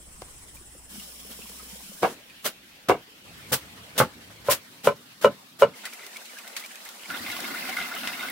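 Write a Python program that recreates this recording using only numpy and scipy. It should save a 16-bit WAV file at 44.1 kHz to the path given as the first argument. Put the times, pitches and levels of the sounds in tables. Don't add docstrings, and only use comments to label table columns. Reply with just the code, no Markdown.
import sys
import numpy as np
from scipy import signal
from scipy.fft import rfft, irfft, next_fast_len
from scipy.io import wavfile
from scipy.ndimage import uniform_filter1d, map_coordinates

SR = 44100
rng = np.random.default_rng(int(sys.argv[2]) if len(sys.argv) > 2 else 0)


def boost_factor(decibels):
    exponent = np.asarray(decibels, float) / 20
    return 10 ** exponent


def generate_wav(signal):
    frames = np.transpose(np.atleast_2d(signal))
    scaled = np.clip(frames, -1, 1) * 32767
    pcm = np.round(scaled).astype(np.int16)
    wavfile.write(sys.argv[1], SR, pcm)


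N = 366471

# [start t/s, spectrum [f/Hz, level/dB per Hz]]
PLACES = [
    (0, [(13, -42), (22, 8.5), (139, -3), (742, -15.5), (2230, -19.5), (4400, -25), (9060, -19), (13500, -33.5)]),
    (.9, [(45, -16), (108, -27), (193, -2.5), (344, -8.5), (1250, -2), (3020, -9.5), (4310, -17), (15700, -29)]),
    (2.14, [(13, -41.5), (22, -14), (247, -6), (417, -14.5), (1220, -22.5), (1600, -18), (2500, -12.5), (15700, -19.5)]),
    (3.24, [(13, -47.5), (76, 3), (168, -0.5), (373, -11), (900, -18), (3100, -21.5), (5680, -30), (15700, -38.5)]),
    (4.6, [(22, -52), (118, -13), (247, -8.5), (335, -18.5), (630, -21), (1060, -21), (3660, -17), (15700, -23.5)]),
    (5.75, [(22, -38), (108, -49), (168, -37), (198, -1), (284, -10.5), (665, -5), (2000, -8.5), (15700, -29)]),
    (7.085, [(22, -48), (128, -15.5), (241, 0.5), (453, -15), (1400, -13.5), (5370, -16.5), (6510, -21.5), (11900, -21)]),
]
# [t/s, peak level/dB, rattle level/dB, edge click level/dB, thump level/dB]
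LEAF_BLOWS = [(2.0307, -5.5, -11, -8.5, -17), (2.8960, 0, -13.5, -32, -20)]
STEM_BLOWS = [(3.5158, -19, 1, -32, -8), (4.0012, -1.5, -9.5, -16, -14)]
MINCE_BLOWS = [(4.485, -9.5, -7.5, -30, -10), (4.8702, -16.5, -12, -21, -29),
               (4.8727, -1.2, -14.5, -13, -24.5), (5.2406, -17.5, -10, -23, -29),
               (5.2454, 0.8, -11.5, -20.5, -23.5), (5.6147, -22, -9, -27, -31),
               (5.6214, -0.1, -13, -29, -31)]
# [t/s, level/dB]
EFFORT = [(5.75, -60), (5.85, -52), (7.075, -51), (7.095, -41), (7.6, -42), (7.75, -40), (7.88, -43),
          (8.31, -41)]
LADLING_S, KNEADING_S = EFFORT[0][0], PLACES[-1][0]


def chopping():
    # [t/s, peak level/dB, rattle level/dB, edge click level/dB, thump level/dB]
    twig_blows = [(.2195, -26, -6.5, 3, -8)]
    # [f/Hz, width/Hz, level/dB]
    leaf_block = [(300, 7.2, 0), (460, 100, 4.5), (750, 34, 3.5), (953, 87, -1), (1180, 240, -5.5),
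                  (1510, 23, -8), (1650, 30, -13), (2050, 46, -13), (2260, 77, -12.5), (2800, 49, -13),
                  (3540, 90, -25)]
    stem_block = [(137, 10, -8), (524, 19, -4.5), (857, 8.1, -6), (1010, 9.4, -22.5), (1100, 66, -11.5),
                  (1400, 180, -13.5), (1600, 20, -38), (1975, 26, -25), (2200, 35, -30.5), (3750, 34, -44)]
    mince_block = [(426, 18, 0), (569, 17.4, 7), (735, 6.7, -11), (847, 69, -13.5), (1032, 16, -2),
                   (1314, 74, -7), (1527, 66, -16), (2000, 14, -27), (2200, 8.7, -24), (2330, 18, -17.5),
                   (2640, 20, -32), (2900, 25, -16.5), (3600, 40, -31.5), (3840, 32, -28.5)]
    twig = knocks(twig_blows, leaf_block, t60=0.035, harder_db=28)
    leaves = knocks(LEAF_BLOWS, leaf_block, t60=0.15)
    stem = knocks(STEM_BLOWS, stem_block, t60=0.11)
    mince = knocks(MINCE_BLOWS, mince_block, t60=0.11)
    return twig + leaves + stem + mince


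def knocks(blows, block, t60, harder_db=0):
    out, t = np.zeros((2, N)), np.arange(SR // 4) / SR
    hard_hz, softer = 9000, 1.27

    def wood(f):
        modes = sum((-1) ** k * boost_factor(db) * resonance(hz, width + 30)(f) for k, (hz, width, db) in enumerate(block))
        crack = boost_factor(-32) * resonance(2400, 2200)(f) ** 2
        return modes + crack

    for s, db, rattle_db, click_db, thump_db in blows:
        noise = rng.standard_normal((3, len(t)))
        own = filtered(noise[:2], lambda hz: hz / (hz + 2000))
        uneven = lumps(106, 1.6, count=len(t))
        late = 1 - np.exp(-t / .006)
        rattle = noise[2] + 4.7 * own * boost_factor(-30 * t / t60)
        push = boost_factor(rattle_db - 13.0 - 60 * t / t60) * late * uneven * rattle
        push[:, 0] += 1
        dull_hz = hard_hz * boost_factor(softer * (db + harder_db))
        ring = filtered(push, lambda f: wood(f) / (1 + 1j * f / dull_hz) ** 2)
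        click = boost_factor(click_db - 60 * t / .012) * filtered(own, resonance(2800, 3000))
        thump = late * boost_factor(thump_db - 60 * t / 0.059) * np.sin(2 * np.pi * 115 * t * (1 - 3.2 * t))
        add(out, s, boost_factor(db) * (ring / np.abs(ring).max() + click + thump))
    return out


def crunch():
    # [t/s, length/s, level/dB, brightness/dB per octave, fade t60/s]
    cuts = [(2.019, 0.015, -26.5, -5.5, 0.29), (2.441, 0.027, -22, -0.5, 0.12),
            (2.884, 0.0082, -22, -4, 0.14), (3.518, 0.02, -16.5, 1, 0.13), (4.494, 0.031, -16, 1, 0.12)]
    rustles = [(.54, 0.016, -46.5, 3, 0.15), (0.728, 0.054, -66, -1, .15), (1.28, .052, -42.5, 1.5, .15),
               (1.484, 0.0188, -44.5, 1, .04), (2.281, 0.064, -61.5, -5.5, .11), (2.413, .03, -50, 2, .05),
               (3.481, 0.031, -44, 0.5, .05), (3.95, 0.028, -37.5, -4, 0.053),
               (4.003, 0.028, -31.5, -4.2, 0.16), (4.287, 0.033, -49.5, -3.5, .11),
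               (4.436, 0.064, -37, -2, .05), (4.832, .012, -40, -0.5, .05),
               (5.21, 0.0094, -36.5, -0.5, .05), (5.587, 0.0083, -42.5, -0.5, 0.046)]
    bites = [(3.977, 0.02, -17.5, 0, 0.11), (4.839, .033, -29.5, -1.5, .12), (5.22, 0.02, -33.5, -2.5, .15),
             (5.592, 0.028, -35, -1, .093)]
    # [f/Hz, level/dB per Hz]
    cells = [(35, -38.5), (60, -29), (163, -5), (299, -5), (561, -3.5), (959, -9), (1490, -5.5),
             (2270, -12), (3070, -10), (4460, -12.5), (15700, -15)]
    swell, bite = 0.66, 0.24
    spray_hz, spray_shorter = 3000, 0.88
    out, t = np.zeros((2, N)), np.arange(SR // 5) / SR
    rows = [(*row, swell) for row in cuts + rustles] + [(*row, bite) for row in bites]
    for s, length, db, bright_db, t60, rise in rows:
        grain = boost_factor(1.5 * rng.standard_normal(len(t) // 40 + 1).repeat(40)[:len(t)])

        def colour(hz):
            return boost_factor(along(cells, hz) + bright_db * np.log2((hz + 300) / 3000))

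        def shape(life):
            return np.clip(t / (rise * length), 0, 1) * boost_factor(-60 * np.maximum(t - length, 0) / life)

        pair = filtered(grain * rng.standard_normal((2, len(t))), colour)
        low = filtered(pair, lambda hz: 1 / (1 + (hz / 1500) ** 2))
        both = unit(pair - low + 0.56 * low.mean(0))
        body = filtered(both, lambda hz: 1 / (1 + (hz / spray_hz) ** 4))
        spray = both - body
        add(out, s, boost_factor(db) * (shape(t60) * body + shape(spray_shorter * t60) * spray))
    return out


def mash():
    out, t = np.zeros((2, N)), np.arange(SR // 8) / SR
    for s, db, hz, t60, width in squelches():
        noise = rng.standard_normal((3, len(t)))
        tone = .32 * np.sin(2 * np.pi * hz * t * (1 + 1.5 * t))
        burst = (tone + noise[2] + .6 * noise[:2]) * lumps(200, 3, count=len(t))
        burst = burst * np.clip(t / .002, 0, 1) * boost_factor(-60 * t / t60)
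        burst[:, round(.003 * SR)] += 7 * noise[:2, 0]
        sound = filtered(burst, lambda f: resonance(hz, width)(f) + 0.088 * resonance(1.3 * hz, 2200)(f))
        add(out, s - .003, boost_factor(db - 2.5) * sound / np.abs(sound).max())
    add(out, LADLING_S, boost_factor(-0.3) * gurgle(LADLING_S, KNEADING_S, broader=3.7))
    add(out, KNEADING_S, boost_factor(1.1) * gurgle(KNEADING_S, N / SR, broader=1))
    return out


def squelches():
    # [t/s, peak level/dB, f/Hz]
    ticks = [(0.569, -39, 2400), (0.999, -36, 2800), (1.319, -39, 3100), (1.418, -37, 2630),
             (1.598, -38, 1230), (1.608, -44, 1040), (1.803, -45, 1020), (1.9, -45, 3000),
             (2.299, -35.5, 2420)]
    ladle_pops = [(5.738, -38.5, 2080), (5.785, -35, 2040), (5.856, -22, 1940), (5.929, -35, 2260),
                  (5.995, -36, 2200), (6.024, -37.5, 2360), (6.16, -27.5, 2200), (6.255, -39, 4300),
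                  (6.298, -35, 2200), (6.372, -33, 1600), (6.388, -32, 2430), (6.446, -33, 1420),
                  (6.471, -25.5, 2030), (6.533, -38, 3070), (6.567, -32.5, 4410), (6.58, -37, 1300),
                  (6.612, -32, 1210), (6.618, -33, 2000), (6.64, -29.5, 2280), (6.708, -34, 2280),
                  (6.759, -37, 2440), (6.864, -34.5, 2060), (7.034, -31.5, 2850), (7.053, -28, 2220)]
    finger_pops = [(7.164, -32, 3150), (7.193, -35, 3900), (7.283, -27.5, 1184), (7.317, -27, 3850),
                   (7.39, -30.5, 710), (7.555, -37, 2760), (7.366, -26, 1112), (7.69, -25.5, 730),
                   (7.767, -16, 1443), (7.77, -16.5, 2123), (7.813, -27.5, 1600), (7.965, -24, 1270)]
    tears = [(7.445, -28, 2600), (7.728, -24, 1500), (7.958, -28, 2600), (7.986, -22, 3000),
             (8.035, -27, 1500), (8.069, -25, 2700), (8.122, -27, 750), (8.131, -27, 2800)]
    # [t/s, peak level/dB]
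    low_pops = [(7.095, -28), (7.101, -22.5), (7.111, -17.5), (7.145, -25), (7.46, -32), (7.54, -24),
                (7.641, -32.5), (7.674, -25), (7.787, -18.5), (7.917, -23), (8.18, -30), (8.229, -21.5),
                (8.256, -25.5)]
    high_pops = [(7.152, -33), (7.264, -22), (7.301, -19), (7.316, -23), (7.445, -23.5), (7.572, -28),
                 (7.592, -40), (7.628, -30), (7.653, -29), (7.693, -25.5), (7.728, -20), (7.802, -20),
                 (7.858, -27.5), (7.94, -24.5), (8.073, -26.5), (8.143, -26), (8.195, -22), (8.209, -17),
                 (8.287, -20)]
    hollow_hz = 170
    detune = 0.0093

    def hollow(rows, hz, t60):
        return [(s, db, hz * (1 + detune * rng.standard_normal()), t60, hollow_hz) for s, db in rows]

    free = [(*row, 0.08, 360) for row in ladle_pops]
    free += [(*row, 0.076, hollow_hz) for row in finger_pops]
    free += [(*row, 0.082, hollow_hz) for row in ticks]
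    free += [(*row, 0.07, 900) for row in tears]
    return free + hollow(low_pops, 1420, 0.13) + hollow(high_pops, 2086, 0.045)


def gurgle(start, stop, broader):
    # [f/Hz, width/Hz, level/dB]
    pockets = [(226, 150, -18), (717, 95, -4.5), (1210, 49, -7), (1432, 40, 2.5), (2057, 32, 5),
               (2670, 170, -6.5), (3690, 93, -6)]
    part = slice(round(start * SR), round(stop * SR))
    squeezed, out = squeezing()[part], 0
    for hz, width, db in pockets:
        noise = rng.standard_normal((3, len(squeezed)))
        push = (noise[2] + .7 * noise[:2]) * lumps(70, 3.5, count=len(squeezed)) * squeezed
        out = out + boost_factor(db) * filtered(push, resonance(hz, broader * width))
    return boost_factor(curve(EFFORT)[0][part]) * unit(out)


def squeezing():
    # [t/s, length/s, level over the effort/dB]
    squeezes = [(5.833, .05, 10), (5.924, .03, 0.5), (5.99, 0.08, 3), (6.15, .04, -5), (6.38, 0.023, 4),
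                (6.446, 0.03, -3), (6.563, .05, -4), (6.624, 0.029, -22), (6.85, .05, 2),
                (7.087, 0.039, -4.5), (7.137, 0.035, 1.5), (7.26, .09, 3.5), (7.37, 0.048, -6),
                (7.432, .035, 0), (7.474, 0.034, 2), (7.532, 0.04, 1.5), (7.62, 0.036, -6),
                (7.683, 0.029, 2), (7.767, 0.082, 9), (7.83, 0.077, -6.5), (7.896, 0.034, 0),
                (7.937, 0.042, 6), (8.027, .03, 7), (8.073, 0.028, 7), (8.126, 0.02, -2),
                (8.191, 0.042, 3.5), (8.24, 0.052, -3)]
    between_db, rise_s, release_t60 = -6, 0.0051, 0.076
    out, t = np.full((1, N), boost_factor(between_db)), np.arange(SR // 4) / SR
    for s, length, db in squeezes:
        release_db = -60 * np.maximum(t - length, 0) / release_t60
        add(out, s, boost_factor(db + release_db) * np.clip(t / rise_s, 0, 1))
    return out[0]


def fizz():
    place, size, strength = rng.random((150, 3)).T
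    s = LADLING_S + place * (N / SR - LADLING_S)
    octaves = 0.49 * np.log(size / (1 - size) + 0.053) / 2
    hz = 2200 * 2 ** octaves
    db = curve(EFFORT, s)[0] + 11 - 1.5 * np.log(strength)
    return bubbles(s, db, hz, 38 / hz, 0.17, count=2500)


def snaps():
    # [t/s, peak level/dB]
    drops = [(5.9346, -27), (6.065, -26.5), (6.169, -25.5), (6.387, -28.5), (6.4768, -26.5), (6.6607, -28),
             (6.756, -28.5), (6.851, -28.5), (6.889, -26.5), (7.191, -36), (7.261, -43), (7.3003, -26),
             (7.3173, -20.5), (7.367, -22.5), (7.4035, -17.5), (7.6944, -18.5), (7.7817, -39),
             (7.8012, -39), (7.9492, -21.5), (8.1319, -47), (8.195, -42), (8.226, -23.5)]
    # [t/s, peak level/dB, brightness/dB per octave]
    splats = [(5.8533, -22.5, 1.6), (6.565, -17, 0), (6.5965, -31, 4), (8.0504, -22, -6.5),
              (8.0726, -16, -3)]
    spits = [(6.219, -41, -1.5), (6.256, -25, 3), (7.952, -34, 11), (7.977, -36, 11), (8.005, -43, 0.5),
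             (8.224, -40, 8), (8.3, -38, 14)]
    # [f/Hz, level/dB per Hz]
    splash = [(300, -54), (900, -6.5), (2000, -1), (4000, -3), (8000, -7), (15700, -13.5)]
    # [t/s, peak level/dB]
    clicks = [(7.0353, -29), (7.1028, -23), (7.3024, -24), (7.3665, -21), (7.6955, -22), (7.815, -18.5),
              (8.0345, -23), (8.0738, -14.5)]
    drip_bright_db, snap_bright_db = 3.5, 1.1
    out, t = np.zeros((2, N)), np.arange(SR // 12) / SR
    rows = [(s, db, drip_bright_db if s < KNEADING_S else snap_bright_db, 0.031) for s, db in drops]
    rows += [(*row, 0.1) for row in splats]
    rows += [(*row, 0.014) for row in spits]
    for s, db, bright_db, t60 in rows:
        white = rng.standard_normal((2, len(t)))
        noise = filtered(white, lambda hz: boost_factor(bright_db * np.log2((hz + 300) / 3000)))
        add(out, s - .001, boost_factor(db - 9.5 - 60 * t / t60) * np.clip(t / 0.0021, 0, 1) * noise)
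    out = filtered(out, lambda hz: boost_factor(along(splash, hz) + 8.0))
    for s, db in clicks:
        add(out, s, boost_factor(db + 2 - 60 * t / .0025) * np.sin(2 * np.pi * 3000 * t))
    return out


def soil():
    # [t/s, peak level/dB, f/Hz]
    clods = [(0.559, -57.5, 151), (0.614, -43, 353), (0.752, -42.5, 516), (0.886, -57, 199),
             (0.982, -35, 202), (1.252, -41, 433), (.96, -43, 740), (1.306, -46, 450), (1.311, -45, 213),
             (1.32, -46, 900), (1.392, -40, 450), (1.393, -43, 1020), (1.46, -43, 1050), (1.5, -41, 455),
             (1.52, -44, 1030), (1.56, -51, 216), (1.631, -44, 473), (1.66, -48, 480), (1.726, -52, 450),
             (1.92, -40, 550), (1.392, -43, 175), (1.5, -44, 194), (1.73, -38.5, 195), (1.759, -40, 506),
             (1.842, -43, 196), (1.896, -38.5, 200), (2.295, -53, 526), (3.246, -44.5, 177),
             (3.379, -45, 287)]
    basin_bumps = [(7.1, -54, 95), (7.2, -46, 94), (7.29, -48, 102)]
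    s, db, hz = np.transpose(clods + basin_bumps)
    return bubbles(s - .003, db + 10.0, hz, 11 / hz, -0.017, count=4000)


def insects():
    # [t/s, throbbing level/dB, steady level/dB]
    choruses = [(0, -51, -66), (.86, -50.5, -65), (.95, -52, -53.5), (2.1, -69, -60), (2.16, -88, -84)]
    # [t/s, level/dB]
    hum = [(.93, -57.5), (1, -57.5), (1.8, -54), (1.95, -92)]
    t = np.arange(N) / SR

    def band(hz, width):
        noise = rng.standard_normal((2, N))
        return unit(filtered(noise, lambda f: np.exp(-((f - hz) / width) ** 2)))

    throbbing_db, steady_db = curve(choruses)
    throb = 1 + 0.55 * np.sin(2 * np.pi * 16.8 * t)
    throbbing = (band(7850, 550) + band(9200, 700)) * throb / 2.0
    steady = band(5350, 290) + band(10200, 600) + 0.52 * band(3140, 300) + 0.88 * band(14800, 600)
    pump = boost_factor(curve(hum)) * np.sin(2 * np.pi * 62 * t)
    return boost_factor(throbbing_db) * throbbing + boost_factor(steady_db) * steady + pump


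def surroundings():
    # [lowest f/Hz, highest f/Hz, centre f/Hz]
    air_bands = [(25, 300, 120), (300, 4000, 1300), (4000, 15500, 8000)]
    hz, t, z = signal.stft(rng.standard_normal((2, N)), SR, nperseg=2048, noverlap=1536)
    colours = np.array([along(spectrum, hz) for _, spectrum in PLACES]).T
    colour = colours[:, place_at(t)]
    share = [10 * np.log10(boost_factor(2 * colour[(hz > lo) & (hz <= hi)]).sum(0) / len(hz)) for lo, hi, _ in air_bands]
    centres = [centre for *_, centre in air_bands]
    blend = np.array([along(list(zip(centres, row)), hz) for row in np.eye(len(centres))])
    field = uniform_filter1d(rng.standard_normal(z.shape[1:]), size=16, axis=0)
    field = uniform_filter1d(field, size=4, axis=1)
    flicker_db = 1.3 * rng.standard_normal(len(t)) * (hz[:, None] > 1500)
    patchy_db = along([(80, 1), (300, 2.8), (2500, 2.8), (6000, 1.4)], hz)[:, None]
    level_db = blend.T @ (air_db(t) - np.array(share))
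    gain = boost_factor(colour + level_db + patchy_db * unit(field) + flicker_db)
    return signal.istft(stereo(z * gain, hz[:, None]), SR, nperseg=2048, noverlap=1536)[1][:, :N]


def air_db(t):
    # [rumble level/dB, rustle level/dB, hiss level/dB]
    place_db = [(-58, -58.5, -54.5), (-53, -59, -44), (-65.5, -49.5, -58), (-55, -49, -51.5),
                (-57.5, -48.5, -51.5), (-62.5, -49, -42.5), (-52, -38, -41.5)]
    # [t/s, level over the place/dB]
    stir = [(0, 0.5), (.3, 4), (.85, 0), (.97, 2.5), (1.11, -0.5), (1.9, 0.5), (2.2, 0.9), (3.28, -0.5),
            (3.56, 1), (4.2, -2.5), (5.7, -7), (5.99, -5), (7.05, -4), (7.1, -1.5), (7.27, 0.5), (7.62, 2),
            (7.91, -1), (8.31, -1.5)]
    stir_grows = (0.49, 0.73, 0.84)
    ground_db, ground_t60 = (-33, -34.5, -71), 0.29
    steady = boost_factor(np.transpose(place_db)[:, place_at(t)] + np.outer(stir_grows, curve(stir, t)))
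    s, db = np.transpose(LEAF_BLOWS + STEM_BLOWS + MINCE_BLOWS)[:2, :, None]
    answer = np.sum((t > s) * boost_factor(db - 60 * np.abs(t - s) / ground_t60), 0)
    return 20 * np.log10(np.hypot(steady, np.outer(boost_factor(ground_db), answer)))


def place_at(t):
    return np.searchsorted([s for s, _ in PLACES], t, "right") - 1


def bubbles(s, db, hz, t60, glide, count):
    t = np.arange(count) / SR
    rows = rng.standard_normal((len(s), 2))
    shape = boost_factor(-60 * t / t60[:, None]) * (1 - np.exp(-t * hz[:, None] / 2.3))
    phase = 2 * np.pi * hz[:, None] * t * (1 + glide * t / t60[:, None])
    at = (np.round(s * SR).astype(int)[:, None] + np.arange(count)).ravel()
    out = []
    for side in (1, -1):
        gain = boost_factor(db + side * 1.9 * rows[:, 0])[:, None]
        wave = gain * shape * np.sin(phase + side * .5 * rows[:, 1:])
        out.append(np.bincount(at, wave.ravel(), N + count)[:N])
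    return np.array(out)


def resonance(hz, width):
    return lambda f: 1j * f * width / (hz * hz - f * f + 1j * f * width)


def lumps(rate, depth_db, count):
    knots = rng.standard_normal(int(count * rate / SR) + 4)
    return boost_factor(depth_db * map_coordinates(knots, [np.arange(count) * rate / SR]))


def stereo(pair, hz):
    # [f/Hz, correlation]
    alike = [(60, 0.79), (180, 0.95), (550, 0.45), (1650, -0.11), (4970, -0.062), (15000, 0.025)]
    turn = np.arccos(np.clip(along(alike, hz), -1, 1)) / 2
    mid, side = pair[0] * np.cos(turn), pair[1] * np.sin(turn)
    return np.array([mid + side, mid - side])


def unit(x):
    return x / np.sqrt(np.mean(x ** 2) + 1e-20)


def along(points, hz):
    f, v = np.transpose(points)
    return np.interp(np.log(hz + 1), np.log(f + 1), v)


def curve(rows, t=None):
    s, *cols = np.transpose(rows)
    at = np.arange(N) / SR if t is None else t
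    return np.array([np.interp(at, s, col) for col in cols])


def filtered(x, response):
    m = next_fast_len(x.shape[-1] + 4096)
    return irfft(rfft(x, m) * response(np.fft.rfftfreq(m, 1 / SR)), m)[..., :x.shape[-1]]


def add(out, s, x):
    part = out[:, round(s * SR):][:, :x.shape[-1]]
    part += x[..., :part.shape[1]]


def scene():
    blade = filtered(crunch() + chopping(), lambda hz: (1j * hz / (65 + 1j * hz)) ** 2)
    return surroundings() + insects() + blade + mash() + fizz() + snaps() + soil()


def low_pass(x):
    return signal.sosfilt(signal.butter(12, 16620, fs=SR, output="sos"), x)


def record(dry):
    # [f/Hz, level/dB]
    ports = [(4500, 0), (6700, -1.5), (9000, -0.25), (12000, 0), (15700, 0.8)]
    top_hz, ceiling = 15800, .92
    cut = filtered(dry, lambda hz: (hz < top_hz) * boost_factor(along(ports, hz)))
    held = cut / (1 + np.abs(cut / ceiling) ** 8) ** (1 / 8)
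    return low_pass(held)


dry = scene()
out = record(dry)
generate_wav(out)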